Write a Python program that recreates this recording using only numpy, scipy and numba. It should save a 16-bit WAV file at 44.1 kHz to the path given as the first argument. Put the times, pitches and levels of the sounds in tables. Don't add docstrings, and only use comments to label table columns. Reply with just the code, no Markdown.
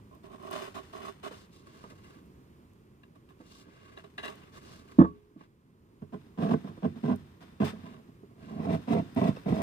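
import sys
import numpy as np
from scipy import signal
from scipy.fft import rfft, irfft, next_fast_len
from scipy.io import wavfile
from scipy.ndimage import uniform_filter1d
from numba import njit

SR = 44100
rng = np.random.default_rng(int(sys.argv[2]) if len(sys.argv) > 2 else 0)


def file_out(sig):
    cols = np.atleast_2d(sig).T
    lim = np.clip(cols, -1, 1)
    pcm = np.round(lim * 32767).astype(np.int16)
    wavfile.write(sys.argv[1], SR, pcm)


def undo_db(level):
    steps = np.asarray(level, float) / 20
    return 10 ** steps


N = 424241
HZ = np.maximum(np.fft.rfftfreq(N, 1 / SR), 1)


def rms_one(x):
    return x / np.sqrt(np.mean(x ** 2) + 1e-20)


def at_hz(points):
    hz, value = np.transpose(points)
    return np.interp(np.log(HZ), np.log(np.maximum(hz, 30)), value)


def colour(x, spectrum):
    return rms_one(irfft(rfft(x) * undo_db(at_hz(spectrum)), N))


def sos_filter(x, order, hz, kind):
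    return signal.sosfilt(signal.butter(order, hz, kind, fs=SR, output="sos"), x)


def drift(rate):
    r = np.exp(-2 * np.pi * rate / SR)
    wander = signal.lfilter([1], [1, -2 * r, r * r], rng.standard_normal(N + SR))
    return rms_one(wander[SR:])


def grains(per_s, spread_db, clump_db):
    born = rng.random(N) < per_s / SR
    size_db = spread_db * np.minimum(rng.exponential(1, N), 4) + clump_db * drift(34)
    return rms_one(born * undo_db(size_db) * rng.choice([-1, 1], N))


def landings(rows):
    s, peak_db = np.transpose(rows)
    out = np.zeros(N)
    out[np.round(s * SR).astype(int)] = undo_db(peak_db)
    return out


# time in seconds, wood pitch ratio, blade pitch ratio.
FLEX = [(0.2, 0.95, 1.01), (0.55, 0.98, .99), (0.77, 0.97, 1.02), (1.0, 1.003, .98), (1.27, .99, 1.01),
        (3.5, 1, .99), (4.25, 1.01, 1.01), (6.1, 0.98, .99), (6.45, 1.04, 1.01), (6.85, 1.013, .99),
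        (7.1, .99, 1.01), (7.65, 1.01, 0.983), (8.5, 1, 1.1), (8.72, 1.01, 1.01), (8.93, 1.04, 1.01),
        (9.23, 1, .99), (9.55, 0.99, 1.01)]


def flex(column):
    points = np.array(FLEX)
    return np.interp(np.arange(N) / SR, points[:, 0], points[:, column])


@njit
def ring_twice(x, turn, r, ratio):
    out, g = np.zeros_like(x), (1 - r * r) / 2
    for ch in range(x.shape[0]):
        v1 = v2 = c = 0.
        for i in range(2, x.shape[1]):
            if i % 64 == 2:
                c = 2 * r * np.cos(turn * ratio[i])
            v = g * (x[ch, i] - x[ch, i - 2]) + c * v1 - r * r * v2 + 1e-18
            out[ch, i] = g * (v - v2) + c * out[ch, i - 1] - r * r * out[ch, i - 2] + 1e-18
            v1, v2 = v, v1
    return out


def resonate(x, modes, ratio=None):
    out = 0
    ratio = flex(1) if ratio is None else ratio
    for k, (hz, width, level_db) in enumerate(modes):
        r = np.exp(-np.pi * width * 1.55 / SR)
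        ringing = ring_twice(np.atleast_2d(x), 2 * np.pi * hz / SR, r, ratio)
        out = out + (-1) ** k * undo_db(level_db) * ringing
    return out.reshape(np.shape(x))


def body(force, modes, per_s, spread_db, clump_db):
    slips = grains(per_s, spread_db, clump_db)
    swell = uniform_filter1d(rms_one(resonate(slips, modes)) ** 2, size=1500)
    slips = slips / (swell + 0.091) ** 0.42
    return resonate(force * slips, modes) / np.std(resonate(slips, modes))


# frequency in Hz, left lead in radians.
HAND_PAN = [(60, -8), (110, -7), (200, -10.5), (380, -11), (700, -1.5), (1290, -8), (2380, 14.5),
            (4400, -5.5), (8120, 16), (15000, 20)]
HAND_TURN = [(0, -7.5), (690, 1.38), (1030, 4), (1980, 4.5), (3900, 14), (16000, 23.5)]
KNEE_PAN = [(60, -16), (110, -4.5), (200, -3), (380, -7), (700, -2.5), (1290, -7), (2380, 14.5), (4400, -4),
            (8120, 11.5), (15000, 16)]
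KNEE_TURN = [(0, -0.5), (430, 1.5), (780, 1.46), (1120, 9.5), (1720, 12.5), (2760, 18), (3620, 9.5),
             (4310, 12), (5080, 5.5), (6980, 18), (7920, 8), (8270, 4), (11100, 12), (15700, 8.5)]
KNOCK_PAN = [(100, 1.5), (380, -6), (1290, -5), (2400, 3.5), (8000, 3.5)]
KNOCK_TURN = [(0, 0.51), (520, 0.45), (1380, 3.46), (8000, 17)]


def ports(x, pan, turn):
    half = undo_db(at_hz(pan) / 2) * np.exp(.5j * np.interp(HZ, *np.transpose(turn)))
    pair = irfft(rfft(x) * np.array([half, 1 / half]), N)
    return pair * np.minimum(np.arange(N) / 800, 1)


# time in seconds, level in dB.
ROOM_NOISE = [
    (0, -59),
    (1.5, -59),
    (3, -63.5),
    (4.979, -59.5),
    (5.049, -62.5),
    (5.599, -66.5),
    (6.2, -61),
    (7.4, -60.5),
    (8.2, -61),
    (9.62, -55),
]
# frequency in Hz, level in dB per Hz.
AIR = [(12, -44.5), (20, -8.5), (43, -12), (81, -2), (209, -4), (285, -8), (387, -7), (498, -17.5),
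       (757, -25.5), (1060, -20), (1360, -26), (2500, -32), (5830, -40.5), (13900, -43.5), (16000, -37)]
# frequency in Hz, left-right likeness (1 is the same).
AIR_LIKENESS = [(60, 0.97), (240, 1), (950, 0.44), (3770, 0.67), (15000, -1.5)]


def room_noise():
    left_lead_s = .00035
    alike = np.clip(at_hz(AIR_LIKENESS), 0, 1)
    mid, side = rfft(rng.standard_normal((2, N)))
    pair = np.sqrt(1 + alike) * mid + np.sqrt(1 - alike) * side * [[1], [-1]]
    pair[1] *= np.exp(-2j * np.pi * HZ * left_lead_s)
    s, level_db = np.transpose(ROOM_NOISE)
    gain = undo_db(np.interp(np.arange(N) / SR, s, level_db) + drift(rate=0.66) + 4.0)
    balance = undo_db(np.array([[-.8], [.8]]))
    return gain * rms_one(irfft(pair * undo_db(at_hz(AIR)), N)) * balance


def workshop(x):
    t60_s, wall_cut_hz = .3, 2200
    size = next_fast_len(N + SR)
    w = 2 * np.pi * np.fft.rfftfreq(size, 1 / SR)
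    lags = rng.uniform(0.01, 0.036, (2, 8, 1))
    wall = undo_db(-60 * lags / t60_s) / (1 + 1j * w / (2 * np.pi * wall_cut_hz))
    loop = wall * np.exp(-1j * w * lags)
    return irfft(rfft(x, size) * (loop / (1 - loop)).sum(axis=1), size)[:, :N]


# start in seconds, length in seconds, level in dB, extra brightness in dB.
RUSTLE = [(0.67, 0.1, -65, 10.5), (0.79, 0.2, -62.5, 10.5), (1.1, 0.17, -78, 5), (1.308, 0.16, -58.5, 13.5),
          (1.501, 0.13, -67, 16.5), (1.593, 0.41, -58.5, 9.5), (1.949, 0.28, -61, 8.5),
          (3.375, .12, -66, 10), (3.456, 0.19, -61, 16.5), (3.583, 0.5, -61, 6), (4.292, 0.23, -60, 2),
          (4.516, 0.09, -52.5, 9.5), (4.594, 0.24, -54, 11.5), (4.783, 0.33, -61.5, 8),
          (5.071, 0.22, -76, 1), (5.366, 0.11, -66, 3.5), (7.766, 0.23, -60.5, 3.5),
          (8.371, 0.26, -57.5, 6.5)]


def slides():
    roundness = 0.89
    out = np.zeros((2, N))
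    for start, length, level_db, bright_db in RUSTLE:
        at = np.arange(int(start * SR) + 1, int((start + length) * SR))
        arch = np.abs(np.sin(np.pi * (at / SR - start) / length)) ** roundness
        out[:, at] += undo_db(level_db) * arch * [[1], [undo_db(bright_db) - 1]]
    return out


# frequency in Hz, width in Hz, level in dB.
STIRRED = [(237, 94, -0.5), (398, 43, 8.5), (646, 71, -5), (1103, 99, 6), (1610, 150, 4), (2040, 60, 4),
           (2810, 130, 0.5)]
# frequency in Hz, level in dB per Hz.
CLOTH = [(290, -7.5), (500, -6.5), (830, -11.5), (1130, -4.5), (1280, -9), (3480, -12.5), (4210, -16),
         (13200, -46), (16000, -39.5)]


def rustle():
    level, bright = slides()
    shared = grains(per_s=3200, spread_db=-6.0, clump_db=3.5)
    own = rng.standard_normal((2, N))
    shared = shared + undo_db(6.5) * resonate(shared, STIRRED)
    soft = colour(ports(shared, HAND_PAN, HAND_TURN) + own, CLOTH)
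    treble = sos_filter(soft, 2, 5000, "high")
    return undo_db(3.5) * (level * soft + bright * treble)


# time in seconds, peak in dB, rattle in dB
BUMPS = [(1.31, -39.5, -5.5), (1.839, -40, -2.5), (1.919, -46, -5), (2.166, -43.5, -17),
         (3.402, -40.5, -11), (3.415, -44, -30), (3.668, -42, -16), (3.685, -43, -27), (4.988, 3.5, -29),
         (5.0, -16, -10), (5.012, -2, -28), (5.023, -19, -10.5), (5.034, -20.5, -16), (5.045, -28, -18),
         (5.363, -34, -30.5), (5.408, -45, -7), (6.713, -39, -14), (6.776, -36.5, -15.5), (8.088, -48, -66),
         (8.232, -40, -22), (8.311, -59, -13), (9.368, -46.5, 1.5)]
# frequency in Hz, level in dB, t60 in seconds.
STRUCK = [(37.7, -22.5, 0.28), (80, -25.5, 0.27), (150.8, -11.5, .18), (183, -1.5, 0.12), (272, 7.5, 0.031),
          (328.2, -2.5, 0.11), (550, -17, 0.073), (664, -12.5, 0.075)]
# frequency in Hz, width in Hz, level in dB.
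RATTLE = [(444, 150, 6), (702, 69, -9), (866, 170, -3), (1163, 160, 2.5), (1650, 170, -10),
          (1796, 280, -23), (2550, 300, -33), (3560, 200, -31.5), (7050, 92, -38.5)]


def bumps():
    contact_lead_s, contact_hz, rattle_t60_s = .003, 470, 0.085
    s, peak_db, rattle_db = np.transpose(BUMPS)
    at, out = np.round(s * SR).astype(int), 0
    chance_db = rng.normal(0, 1, (len(BUMPS), len(STRUCK)))
    for k, (hz, level_db, t60) in enumerate(STRUCK):
        clicks = np.full(N, 1e-18)
        mode_db = peak_db - 8.5 + level_db + chance_db[:, k]
        clicks[at - round(contact_lead_s * SR)] = (-1) ** k * undo_db(mode_db)
        r, w = undo_db(-60 / (t60 * SR)), 2 * np.pi * hz / SR
        out = out + signal.lfilter([0, np.sin(w)], [1, -2 * r * np.cos(w), r * r], clicks)
    thud = sos_filter(out, 4, contact_hz, "low")
    shakes = np.full(N, 1e-18)
    shakes[at] = undo_db(peak_db + rattle_db)
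    tap = undo_db(30) * resonate(shakes, RATTLE)
    dying = signal.lfilter([1], [1, -undo_db(-60 / (rattle_t60_s * SR))], shakes)
    return thud + tap + body(dying, RATTLE, per_s=3900, spread_db=-1.5, clump_db=3.5)


# time in seconds, frequency in Hz, peak in dB, rise in seconds, t60 in seconds.
RINGS = [(1.079, 1100, -33, .006, .06), (5.0, 417, -45, .02, .77), (5.001, 7100, -56.5, .003, .06),
         (5.058, 1125, -29, .012, .13), (6.41, 1050, -40, .01, .12), (6.68, 1050, -44, .012, .08),
         (7.035, 150, -27, .01, .35), (7.085, 150, -25, .01, .3), (7.85, 1010, -43, .01, .14),
         (8.232, 400, -39, .004, .07), (8.48, 1030, -47, .01, .15), (8.668, 680, -28, .004, .09),
         (8.906, 690, -29, .004, .25), (9.365, 2650, -44, .0015, .03), (9.366, 5400, -52, .0015, .03)]


def rings():
    out, t = np.zeros(N + SR), np.arange(SR) / SR
    for s, hz, peak_db, rise_s, t60 in RINGS:
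        at = round(s * SR)
        envelope = undo_db(peak_db - 60 * t / t60) * (1 - np.exp(-t / rise_s))
        out[at:at + SR] += envelope * np.sin(2 * np.pi * hz * t)
    return out[:N]


# time in seconds, peak in dB,
# lowest frequency in Hz.
TICKS = [(0.149, -46, 4000), (0.4264, -43, 3500), (0.511, -29, 4500), (2.26, -52, 2500),
         (2.7332, -50, 3000), (3.156, -55, 600), (3.296, -56, 600), (3.304, -57, 700), (4.2822, -44, 4000),
         (4.3559, -42, 4500), (7.159, -36, 5000), (7.409, -86, 2500), (7.421, -62, 2500),
         (7.65, -28.5, 3500), (9.1486, -39, 3530), (9.3655, -59, 1500)]


def ticks():
    out, t = np.zeros(N), np.arange(SR // 20) / SR
    for s, peak_db, low_hz in TICKS:
        snap = undo_db(peak_db - 17.5 - 60 * t / 0.024) * rng.standard_normal(len(t))
        at = round(s * SR)
        out[at:at + len(t)] += sos_filter(snap, 2, low_hz, "high")
    return out


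BITE_S = [.005, .006, .008, .025, .03]


def strokes(cuts, parts, attack_s):
    out = np.zeros((len(parts), N))
    offset_db, share, bite_db, build_db, release = np.transpose(parts)[:, :, None]
    for start, length, push_db, swell_db, sharp_db in cuts:
        at = np.arange(int((start - attack_s) * SR), min(N, int((start + length + 1) * SR)))
        t = at / SR - start
        level_db = push_db + offset_db + share * sharp_db
        level_db = level_db + (swell_db + build_db) * np.clip(t / length, 0, 1)
        level_db += bite_db * np.exp(-np.abs(t) / np.array(BITE_S)[:, None])
        level_db -= release * np.maximum(t - length, 0)
        out[:, at] += np.clip(1 + t / attack_s, 0, 1) * undo_db(level_db)
    return out


# frequency in Hz, level in dB.
HISS = [(1180, 8), (2000, 3.5), (2200, -0.5), (3550, 0.5), (4570, -5.5), (4980, -4.5), (7960, -16.5),
        (16000, -24.5)]


def fibre_hiss(level, pan, blade, crackle_db):
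    dense = grains(per_s=6700, spread_db=0.5, clump_db=4.0)
    cracks = grains(per_s=320, spread_db=2.5, clump_db=3.0)
    own = rng.standard_normal((2, N))
    snaps = ports(dense + undo_db(crackle_db) * cracks, pan, KNEE_TURN) + ports(1.33 * own, pan, KNEE_TURN)
    wobble = rms_one(uniform_filter1d(uniform_filter1d(own[0], size=3000), size=3000))
    blade_ratio = flex(2) + .007 * wobble
    hiss = colour(snaps + resonate(snaps, blade, blade_ratio), HISS)
    return level * sos_filter(hiss, 2, 500, "high")


# start in seconds, length in seconds, push in dB,
# swell over the cut in dB, sharpness in dB.
NICKS = [(3.034, 0.014, -65.5, -11, 13.5), (3.153, 0.0055, -64.5, -1, 9), (3.29, 0.02, -61, -4, 10),
         (3.965, 0.01, -59.5, 6, 12.5), (3.983, 0.0067, -60, -3.5, 8), (4.04, 0.014, -52, -9.5, 8.5),
         (4.18, 0.042, -47, -17, 17), (4.23, 0.03, -49.5, 3, 14.5), (4.279, 0.012, -43.5, -5.5, 9),
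         (4.3, 0.0087, -52, -7, 0.5), (4.322, 0.014, -60, -5.5, 11.5)]
NICK_ATTACK_S = 0.0024
# level in dB from the push, share of the sharpness,
# first bite in dB, build-up in dB, release in dB per second.
HAND_PARTS = [
    (-0.5, 0.045, 2, 2, 911),
    (-21.5, 0.085, -3, -5.5, 202),
    (-18.5, 1.55, 7, 3, 708),
    (-14, 0.87, -15.5, -3.5, 610),
    (-29, 0.66, 2.5, -2.5, 67),
]
# frequency in Hz, width in Hz, level in dB.
NICK_UPPER = [(1657, 120, 2.5), (2004, 63, -6.5), (2765, 135, -2), (3350, 110, -14), (3840, 240, -8.5),
              (4700, 200, -25)]


def nicks():
    upper = strokes(NICKS, HAND_PARTS, NICK_ATTACK_S)[2]
    return undo_db(-3.0) * body(upper, NICK_UPPER, per_s=3000, spread_db=4.5, clump_db=4.0)


# start in seconds, length in seconds, push in dB,
# swell over the cut in dB, sharpness in dB.
HAND_CUTS = [(0.112, 0.048, -60, -3, -3.5), (0.239, 0.046, -53, -9, 0), (0.3, 0.046, -58.5, 8.5, -2.5),
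             (0.385, 0.099, -56.5, 11, -4.5), (0.508, 0.027, -48.5, 8, 5.5), (0.553, 0.13, -43.5, -9, 5),
             (0.748, 0.038, -45.5, 1, 4.5), (0.933, 0.089, -46, -8, 1), (1.033, 0.057, -48.5, 2.5, 3.5),
             (1.235, 0.042, -43.5, -2, 5), (1.314, 0.031, -58.5, -2, 10.5)]
# frequency in Hz, width in Hz, level in dB.
HAND_BODY = [(230, 87, -1.5), (401.4, 35.4, 9), (654, 72, 4), (846, 160, -9), (1107, 87, 6.5)]
HAND_UPPER = [(1250, 76, 4), (1435, 50, 8), (1560, 42, 2.5), (1780, 63, -11), (2080, 46, 0), (2540, 80, -5),
              (2890, 79, .5), (3460, 99, -7), (3990, 200, -4)]
HAND_BLADE = [(3010, 120, 1), (3194, 100, -8), (3576, 100, 3), (4600, 140, 1.5), (5170, 110, -4.5),
              (5700, 180, -4.5), (6470, 240, 1), (7230, 270, 2), (8000, 300, 2), (8550, 150, -3),
              (9000, 290, 3)]


def hand_cuts():
    push, settle, upper, tear, drag = strokes(HAND_CUTS, HAND_PARTS, attack_s=0.0074)
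    point = strokes(NICKS, HAND_PARTS, NICK_ATTACK_S)
    push = push + settle + point[0] + point[1]
    hiss = tear + drag + undo_db(-3.5) * (point[3] + point[4])
    wood = undo_db(2.5) * body(push, HAND_BODY, per_s=2500, spread_db=5.5, clump_db=0.0)
    wood += undo_db(-1.0) * body(upper, HAND_UPPER, per_s=3400, spread_db=7.0, clump_db=1.5)
    return wood, undo_db(13.5) * fibre_hiss(hiss, HAND_PAN, HAND_BLADE, crackle_db=-0.5)


# start in seconds, length in seconds, push in dB,
# swell over the cut in dB, sharpness in dB.
KNEE_CUTS = [(6.021, 0.024, -36, -18.5, -5), (6.124, 0.017, -37.5, 5.5, 1.5), (6.377, 0.064, -31.5, 1, 3),
             (6.417, 0.121, -29, 5, -4), (6.509, 0.023, -40, -0.5, 1), (6.644, 0.042, -45, 5.5, 3),
             (6.823, 0.037, -28.5, 7, -8), (6.959, 0.0027, -42.5, 2, 8.5), (7.031, 0.062, -25.5, -9, -1),
             (7.084, 0.056, -22, -8, -7), (7.408, 0.0036, -49, -3, 21), (7.42, 0.005, -49.5, -2, 17.5),
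             (7.603, 0.037, -17.5, -8, 1), (7.644, 0.06, -38, -18, 23.5), (7.719, 0.093, -36.5, -16.5, -13),
             (7.835, 0.16, -45, -5.5, -6), (8.375, 0.19, -50.5, 16, -24), (8.56, 0.1, -42.5, 11, 1.5),
             (8.671, 0.077, -28.5, 5, 1), (8.876, 0.062, -29.5, -0.5, 5), (8.906, 0.089, -25.5, 2, -6.5),
             (9.163, 0.055, -20.5, -12, 4.5), (9.214, 0.081, -23, -2, 1), (9.363, 0.011, -43, -17, 19),
             (9.461, 0.031, -31, 6.5, 3.5), (9.486, 0.18, -29, 2.5, -1)]
# level in dB from the push, share of the sharpness,
# first bite in dB, build-up in dB, release in dB per second.
KNEE_PARTS = [
    (-6.5, 0.069, 7, 0.33, 700),
    (-17, 0.055, -7, 0.37, 145),
    (-11, 0.29, -4.5, 0.45, 940),
    (-43.5, 1.55, -19, 0.8, 930),
    (-54, 1.03, -10, 0.37, 44.7),
]
# time in seconds, peak in dB.
SLIPS = [(6.02, -28.5), (6.14, -38), (6.14, -25), (6.186, -50), (6.216, -56), (6.266, -39), (6.312, -60),
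         (6.386, -14.5), (6.423, -14), (6.514, -7), (6.515, -15), (6.538, -9.5), (6.644, -23), (6.705, -31),
         (6.772, -33.5), (6.845, -9), (6.845, -18), (6.959, -31), (7.046, -22), (7.085, -18.5),
         (7.114, -10), (7.404, -77), (7.406, -50), (7.477, -53), (7.496, -47), (7.521, -41.5), (7.605, -16),
         (7.605, -16), (7.786, -33.5), (7.838, -33), (7.878, -44), (7.964, -70), (8.043, -64), (8.09, -42),
         (8.231, -49), (8.231, -43), (8.311, -43), (8.364, -46), (8.364, -48), (8.423, -39), (8.423, -43),
         (8.507, -33), (8.522, -40), (8.535, -32), (8.596, -21.5), (8.667, -25), (8.701, -22), (8.904, -30),
         (8.905, -32), (8.905, -15.5), (8.969, -16.5), (9.162, -25), (9.213, -15), (9.286, -12.5),
         (9.362, -36), (9.46, -19), (9.524, -11), (9.569, -24)]
# time in seconds, peak in dB.
CATCHES = [(6.144, -25), (6.376, -27), (6.398, -32), (6.831, -20.5), (7.038, -21), (7.608, -36),
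           (8.673, -35), (8.88, -24), (8.91, -22), (9.164, -24), (9.216, -21), (9.366, -40), (9.486, -26)]
# frequency in Hz, width in Hz, level in dB.
TIP_LOW = [(96.3, 10, -4.5), (143.5, 27, -3), (197, 80, -1), (255.6, 51.4, -3.5), (339.6, 28, -10)]
TIP_HIGH = [(425.3, 30.5, 8), (515, 37, -5.5), (647, 55, 2.5), (814, 75, -5), (1072, 110, -3.5),
            (1456, 25, -13.5), (1574, 74, -14), (2020, 32, -21), (2620, 1100, -28.5), (3410, 230, -39)]
KNEE_LOW = [(92, 24, -4), (141, 28, 1), (201.6, 69, 3), (280, 52, -2), (326, 127, -9.5)]
KNEE_HIGH = [(400, 15.8, 7.5), (461, 46, 4), (654, 48.4, 10), (855, 100, -2), (1071, 45, -1.5),
             (1250, 160, -15.5), (1965, 57, -14), (2270, 300, -22), (2683, 34, -16.5), (3330, 77, -28),
             (3770, 100, -33), (4180, 250, -41)]
KNEE_BLADE = [(3670, 120, 3.5), (4650, 130, -2), (4970, 64, -1.5), (6000, 180, -10), (6030, 106, -13),
              (7200, 400, -19), (8160, 510, -2)]


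def knee_cuts():
    low, settle, high, tear, drag = strokes(KNEE_CUTS, KNEE_PARTS, attack_s=0.003)
    low = low + settle
    tip = np.arange(N) < 8.0 * SR
    wood = 0
    for here, low_modes, high_modes in ((tip, TIP_LOW, TIP_HIGH), (~tip, KNEE_LOW, KNEE_HIGH)):
        wood = wood + body(here * low, low_modes, per_s=820, spread_db=2.0, clump_db=0.0)
        wood = wood + undo_db(2.0) * body(here * high, high_modes, per_s=2500, spread_db=6.0, clump_db=3.0)
        edge = here * landings(SLIPS)
        catch = here * landings(CATCHES)
        wood = wood + undo_db(36) * resonate(edge, low_modes)
        wood = wood + resonate(undo_db(17) * edge + undo_db(24.5) * catch, high_modes)
    return wood, undo_db(20.0) * fibre_hiss(tear + drag, KNEE_PAN, KNEE_BLADE, crackle_db=-4.0)


def scene():
    hand, hand_hiss = hand_cuts()
    knee, knee_hiss = knee_cuts()
    knee = knee + ticks()
    knock = bumps() + rings()
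    work = ports(hand, HAND_PAN, HAND_TURN)
    work += ports(knee, KNEE_PAN, KNEE_TURN)
    work += ports(knock, KNOCK_PAN, KNOCK_TURN)
    work += undo_db(-27.5) * workshop(hand + knee + knock)
    work = sos_filter(work, 2, 89, "high")
    work += hand_hiss + knee_hiss + rustle() + room_noise()
    return work + ports(nicks(), HAND_PAN, HAND_TURN)


def low_pass(x):
    return signal.sosfilt(signal.butter(12, 16100, fs=SR, output="sos"), x)


def record(dry):
    capped = np.clip(dry, -.9, .9)
    mix = signal.sosfilt(signal.cheby2(12, 50, 16050, fs=SR, output="sos"), capped)
    return low_pass(mix)


dry = scene()
out = record(dry)
file_out(out)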